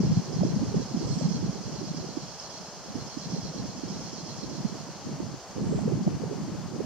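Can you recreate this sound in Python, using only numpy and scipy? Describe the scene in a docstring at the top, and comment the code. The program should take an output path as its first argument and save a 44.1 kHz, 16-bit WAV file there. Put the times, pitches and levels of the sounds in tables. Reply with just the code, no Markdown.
"""A breezy summer day. From the start, gusts buffet a camera's two microphone ports, over a far roar of
traffic and trees and a sizzling cicada chorus; a near cicada on the right throbs nine times a second.
At 1 s the wings of a small insect give a short, high, stuttering buzz. The wind lulls around 2.5 s,
then returns in puffs. The near cicada slows and stops just after 5 s; at 5.6 s the small insect
buzzes again as the gusts pick up."""
import sys
import numpy as np
from scipy import signal
from scipy.fft import rfft, irfft
from scipy.io import wavfile
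from scipy.ndimage import uniform_filter1d

SR = 44100
rng = np.random.default_rng(int(sys.argv[2]) if len(sys.argv) > 2 else 0)


def wav_out(sig):
    """Save sig, one row per channel (or a flat mono array), as 16-bit PCM at SR to the path in sys.argv[1]."""
    wavfile.write(sys.argv[1], SR, np.round(np.clip(np.atleast_2d(sig).T, -1, 1) * 32767).astype(np.int16))


N = 302085
TIME = np.arange(N) / SR

# strength of the wind at both ports: (time [s], level [dB])
WIND_STRENGTH = [(0, -21), (.19, -28.5), (.23, -43.5), (.41, -25.5), (.68, -29), (.72, -35), (.77, -25.5),
                 (.88, -41), (.96, -28.5), (1.3, -28.5), (1.65, -37), (2.0, -35), (2.4, -51), (2.83, -49.5),
                 (3.02, -33), (3.12, -51.5), (3.31, -34), (3.52, -42), (3.62, -31), (3.72, -42),
                 (3.88, -36), (4.0, -41), (4.33, -43.5), (4.41, -37.5), (4.72, -37.5), (5.0, -49),
                 (5.07, -37.5), (5.33, -38.5), (5.42, -57.5), (5.51, -46.5), (5.59, -29.5), (5.74, -26.5),
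                 (6.2, -34.5), (6.85, -34)]


def amp(db):
    """Amplitude ratio of a level in decibels."""
    return 10 ** (np.asarray(db) / 20)


def unit(x):
    """Normalisation to rms 1."""
    return x / np.sqrt(np.mean(x ** 2) + 1e-20)


def read(points, hz):
    """Interpolation of a table on a logarithmic frequency axis."""
    f, value = np.transpose(points)
    return np.interp(np.log(hz + 1), np.log(f + 1), value)


def curve(rows):
    """Linear interpolation of a time table at every sample."""
    return np.interp(TIME, *np.transpose(rows))


def colour(x, points):
    """Zero-phase filtering by a table of (frequency [Hz], gain [dB])."""
    return irfft(rfft(x) * amp(read(points, np.fft.rfftfreq(N, 1 / SR))), N)


def drift(rate_hz):
    """Slow random modulation: low-pass noise of rms 1."""
    f = np.fft.rfftfreq(N, 1 / SR)
    return unit(irfft(rfft(rng.standard_normal(N)) * np.exp(-(f / rate_hz) ** 2) * (f > 0), N))


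def ports(pan_db):
    """Constant-power panning: two gains, left exceeding right by pan_db."""
    gains = amp(np.array([pan_db, -pan_db]).reshape(2, -1) / 2)
    return gains / np.sqrt(np.mean(gains ** 2, 0))


def add(mix, start_s, sound):
    """Superposition of a sound onto the mix."""
    part = mix[..., max(round(start_s * SR), 0):][..., :sound.shape[-1]]
    part += sound[..., :part.shape[-1]]


def resonate(x, hz, width_hz):
    """Resonance at a steady or gliding frequency, by heterodyning: shift down, low-pass, shift back."""
    carrier = np.exp(2j * np.pi * np.cumsum(hz * np.ones(N)) / SR)
    pole = np.exp(-np.pi * width_hz * 1.5 / SR)
    return (carrier * signal.lfilter([(1 - pole) ** 2], [1, -2 * pole, pole * pole], x / carrier)).real


def steadied(x):
    """Division by the running rms evens out swells slower than about 1/12 s."""
    return x / np.sqrt(uniform_filter1d(x ** 2, SR // 12) + 1e-9)


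def diffuse_field(spectrum, correlation):
    """Diffuse noise reaches two spaced ports with a correlation that depends on frequency."""
    left, independent = rfft(rng.standard_normal((2, N)))
    alike = np.clip(read(correlation, np.fft.rfftfreq(N, 1 / SR)), -1, 1)
    right = alike * left + np.sqrt(1 - alike ** 2) * independent
    return unit(colour(irfft(np.array([left, right]), N), spectrum))


def tree_scatter(x, t60_s, wet_db, pan_db):
    """Scattering by trunks and leaves adds decaying echoes to direct sound from the right."""
    t = np.arange(SR // 2) / SR
    taps = rng.standard_normal((2, len(t)))
    taps *= rng.random((2, len(t))) < 2000 / SR  # echoes per second
    taps *= amp(-60 * t / t60_s)
    taps *= amp(wet_db) / np.linalg.norm(taps, axis=1, keepdims=True)
    taps[1, 0] += 1
    taps[0, 3] += .5  # in the camera's shadow, the left port hears it later and weaker
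    taps /= np.linalg.norm(taps, axis=1, keepdims=True)
    return ports(pan_db) * signal.fftconvolve(x[None], taps, axes=1)[:, :N]


def far_roar(level_db=-46, swell_db=.5):
    """Distant traffic and trees merge into a diffuse field, with microphone hiss on top."""
    # roar and hiss: (frequency [Hz], relative spectral density [dB])
    spectrum = [(25, -18), (70, -2.5), (130, -14), (350, -4), (650, 0.5), (950, -2.5), (1400, -9),
                (2100, -15), (3600, -19), (7000, -17.5), (9500, -29), (12000, -35), (15500, -37)]
    # likeness of left and right: (frequency [Hz], correlation [-1 to 1])
    correlation = [(60, 0.22), (300, 0.94), (640, 0.97), (1400, 0.85), (3100, 0.38), (6800, -0.3),
                   (15000, 0.32)]
    return amp(level_db + swell_db * drift(4.7)) * diffuse_field(spectrum, correlation)


def cicada_chorus(shimmer_db=.87):
    """Many far cicadas sum incoherently into one shimmering band of noise."""
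    # loudness of the chorus: (time [s], level [dB])
    levels = [(0, -48), (5.0, -49), (6.0, -51), (6.85, -51.5)]
    # its balance: (time [s], left minus right [dB])
    balance = [(0, 1), (4.6, 2), (5.2, 2), (5.6, 0), (5.9, 3.5), (6.85, 5.5)]
    # its band: (frequency [Hz], relative spectral density [dB])
    spectrum = [(2000, -26), (2800, -7), (3300, -6.5), (3750, -11.5), (4000, -5), (4250, -0.5), (4700, 1.5),
                (5150, 1.5), (5700, 1), (6500, 2), (7200, -5.5), (8200, -16.5), (11000, -30)]
    # likeness of left and right: (frequency [Hz], correlation [-1 to 1])
    correlation = [(3000, 0.9), (4800, 0.62), (6000, 0.05), (8000, -0.86)]
    shimmer = shimmer_db * np.array([drift(25), drift(27)])
    return amp(curve(levels) + shimmer) * ports(curve(balance)) * diffuse_field(spectrum, correlation)


def wing_buzz(level_db=-3, stroke_hz=143, pitch_hz=7850, scrape=.43, warm_up_s=.08):
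    """A pulse train: each wing stroke is a short ping, roughened by random frequency modulation."""
    # the small insect's buzzes: (start [s], end [s], relative level [dB])
    buzzes = [(1.02, 1.226, -38.5), (5.626, 5.826, -39.5)]
    strokes = np.zeros(N)
    t = np.arange(round(.0045 * SR)) / SR
    for start, end, db in buzzes:
        for s in np.arange(start, end, 1 / stroke_hz):
            cold = max(1 - (s - start) / warm_up_s, 0)  # a buzz starts soft and stuttering
            sounds = rng.random() > .5 * cold
            size = amp(db + level_db - 5 * cold) * sounds
            hz = pitch_hz * (1 + scrape * rng.standard_normal(len(t)))
            add(strokes, s, size * np.hanning(len(t)) * np.sin(2 * np.pi * np.cumsum(hz) / SR))
    buzz = colour(strokes, [(6500, -25), (7400, 5), (7800, 0), (8100, 2), (8450, -22)])
    return tree_scatter(buzz, t60_s=.3, wet_db=-7, pan_db=-3.5)


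def throbs(count=45, first_period_s=.1064, last_period_s=.1278, uneven_db=1.25):
    """Amplitude modulation slows as the cicada tires: each sample's throb age, length and level."""
    # loudness of the near cicada: (time [s], relative level [dB])
    levels = [(0, -45.5), (.55, -48), (.8, -45), (1.33, -39.5), (1.46, -46), (2.05, -46.5), (2.35, -42.5),
              (2.8, -50), (3.25, -43), (3.8, -47.5), (4.05, -43.5), (4.65, -46.5), (5.05, -54)]
    periods = first_period_s + (last_period_s - first_period_s) * np.linspace(0, 1, count) ** 2
    starts = np.cumsum(periods) - periods
    dbs = np.interp(starts + periods / 2, *np.transpose(levels)) + uneven_db * rng.standard_normal(count)
    which = np.searchsorted(starts, TIME, "right") - 1
    return TIME - starts[which], periods[which], dbs[which]


def near_cicada(level_db=-3.5, click_hz=331, jitter=.04, weak_db=-4, sag_db=2, rise_s=.0084, fall_s=.017):
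    """Two tymbals buckle in turn and excite resonances; the abdomen's falls as each throb stretches it."""
    # response of the tymbals: (frequency [Hz], relative gain [dB])
    tymbal_response = [(2500, -29), (3300, 11), (3750, -17), (4200, -24), (4700, -6), (5150, 19.5),
                       (5600, 18.5), (6500, 9.5), (7000, -9), (7600, -58), (10000, -40.5)]
    # resonances of the body: (frequency [Hz], bandwidth [Hz], relative level [dB])
    body_modes = [(3300, 220, -10), (4275, 130, -1), (4820, 110, -3), (5130, 130, 0), (5900, 800, -2),
                  (6600, 400, -3)]
    high_hz, low_hz, sweep_s = 5350, 4250, .027  # glide of the abdomen
    age, span, throb_db = throbs()
    gate = np.clip(age / rise_s, 0, 1) * np.clip((span - age) / fall_s, 0, 1) * amp(-sag_db * age / span)
    turns = np.floor(np.cumsum(click_hz * (1 + jitter * drift(22))) / SR)
    clicks = np.diff(turns, prepend=0) * amp(weak_db * (turns % 2) + rng.standard_normal(N))
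    # each click is a volley of buckling ribs with a 1.5 ms decay
    ribs = signal.lfilter([1], [1, -np.exp(-1 / (.0015 * SR))], clicks) * rng.standard_normal(N)
    tymbals = unit(colour(ribs, tymbal_response))
    body = unit(sum(amp(db) * unit(resonate(ribs, hz, width)) for hz, width, db in body_modes))
    abdomen_hz = low_hz + (high_hz - low_hz) * np.exp(-(age / sweep_s) ** 2 / 2) + 70 * drift(30)
    swell = np.sin(np.pi * np.minimum(age / span, 1))
    abdomen = unit(resonate(ribs, abdomen_hz, width_hz=260) * swell)
    song = unit(tymbals + amp(-3.5) * body + amp(-4.5) * abdomen)
    return tree_scatter(amp(throb_db + level_db) * unit(gate) * song, t60_s=.16, wet_db=-5, pan_db=-8)


def eddy(hz, phase_cycles):
    """An eddy crossing a port is a pressure wavelet: a few cycles under a Gaussian envelope."""
    t = np.arange(-.03, .03, 1 / SR)
    return np.exp(-(t * hz) ** 2 / 2) * np.cos(2 * np.pi * (hz * t + phase_cycles))


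def eddy_trains(pitches_hz, density, spread_db):
    """Shot noise: for each pitch, eddies of uneven size arrive at random, at rms 1."""
    for hz in pitches_hz:
        per_second = density * np.sqrt(hz * 200) / 2
        arrives = rng.random(N) < per_second / SR
        sizes = arrives * amp(spread_db * np.minimum(rng.exponential(1, N), 3))
        yield hz, unit(signal.oaconvolve(sizes, eddy(hz, rng.random()), "same"))


def edge_flutter(level_db=-41, onset_db=-42, growth=.18, centre_hz=310, width_octaves=.53, burst_db=4):
    """Vortex shedding: past an onset wind strength, the right port's edge sheds bursts of eddies."""
    drive = amp(curve(WIND_STRENGTH) - onset_db)
    shedding = drive ** growth * drive ** 2 / (1 + drive ** 2)  # soft threshold
    flaps = sum(train * np.exp(-(np.log2(hz / centre_hz) / width_octaves) ** 2 / 2)
                for hz, train in eddy_trains(np.geomspace(170, 900, num=9), density=.2, spread_db=2))
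    bursts = unit(steadied(flaps) * amp(burst_db * np.tanh(drift(9.1))))
    return amp(level_db) * ports(pan_db=-21) * shedding * bursts


def strong_eddies(level_db=-2):
    """Pressure transients: low eddies mostly thump both ports, higher ones flap at the right."""
    # single eddies: (centre time [s], relative peak [dB], frequency [Hz], left minus right [dB])
    events = [(0.006, -12.5, 210, 4), (0.037, -18, 379, 1), (0.097, -16.5, 183.6, 1), (0.175, -13, 172, 4),
              (0.41, -25.5, 780, -19), (0.42, -16, 205, -1), (0.435, -17, 590, -26), (0.452, -17.5, 288, 8),
              (0.568, -15.5, 200, -2), (0.746, -19, 410, -27), (0.772, -18.5, 185, -2),
              (0.949, -13.5, 214, 2), (1.213, -23.5, 550, -20), (1.26, -14, 172, 2), (1.496, -17.5, 171, 4),
              (2.175, -20.5, 300, -31), (2.959, -21.5, 268, -24), (3.175, -22.5, 268, -22),
              (3.344, -20.5, 161, -3), (3.838, -23, 270, -24), (4.654, -14.5, 203, -31),
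              (5.205, -22.5, 287, -25), (5.728, -20, 410, -20), (5.791, -23, 644, -21),
              (5.861, -16, 216, -1), (5.88, -18, 450, -27), (5.924, -17.5, 375, -32), (6.073, -12, 190, 0),
              (6.078, -21, 650, -28), (6.081, -18, 313, -25), (6.239, -20.5, 448, -25),
              (6.316, -21.5, 380, -22), (6.331, -23, 443, -26), (6.807, -18.5, 420, -27)]
    out = np.zeros((2, N + SR))
    for (s, db, hz, pan_db), phase in zip(events, rng.random(len(events))):
        thump = np.array([eddy(hz, phase), eddy(hz, phase + rng.uniform(-.17, .31))])
        add(out, s, amp(db + level_db) * ports(pan_db) * thump)
    return out[:, thump.shape[1] // 2:][:, :N]  # centres each eddy on its time


def buffet(force, lumpy_db=2, smooth_db=-9, tilt_db_per_octave=-3, brightening=.24):
    """Turbulence at one port holds eddies of all sizes; harder gusts shed more small, high ones."""
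    # wind through the camera's low cut: (frequency [Hz], relative spectral density [dB])
    spectrum = [(20, -31), (40, -24), (68, -2), (88, -16), (115, -3.5), (175, 3.5), (270, -10),
                (400, -19.5), (700, -31), (1200, -34.5), (3000, -38.5), (9000, -72)]
    cloud = np.zeros(N)
    for hz, train in eddy_trains(np.geomspace(110, 1100, num=14), density=.11, spread_db=3):
        octaves = max(np.log2(hz / 250), 0)
        band_gain = np.sqrt(hz) * amp(read(spectrum, hz) + tilt_db_per_octave * octaves)
        cloud += train * band_gain * (force / force.mean()) ** (brightening * octaves)
    rush = amp(smooth_db) * unit(colour(rng.standard_normal(N), spectrum))
    return force * steadied((unit(cloud) + rush) * amp(lumpy_db * drift(31)))


def wind(puff_db=2, pan_db=-1):
    """Gusts modulate both ports together, but each has its own turbulence; the right faces the wind."""
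    force = amp(curve(WIND_STRENGTH) + puff_db * drift(9.2))
    return ports(pan_db) * np.array([buffet(force), buffet(force)])


def scene():
    """Superposition of wind close by, a roar far away and insects around."""
    close_wind = wind() + edge_flutter() + strong_eddies()
    return close_wind + far_roar() + cicada_chorus() + near_cicada() + wing_buzz()


def record(dry):
    """Band limiting by the camera's low-pass filter, after a 2 ms fade-in."""
    faded = dry * np.minimum(TIME / .002, 1)
    low_pass = signal.firwin(1023, cutoff=15800, window=("kaiser", 9), fs=SR)
    return signal.oaconvolve(faded, low_pass[None], "same")


dry = scene()
out = record(dry)
wav_out(out)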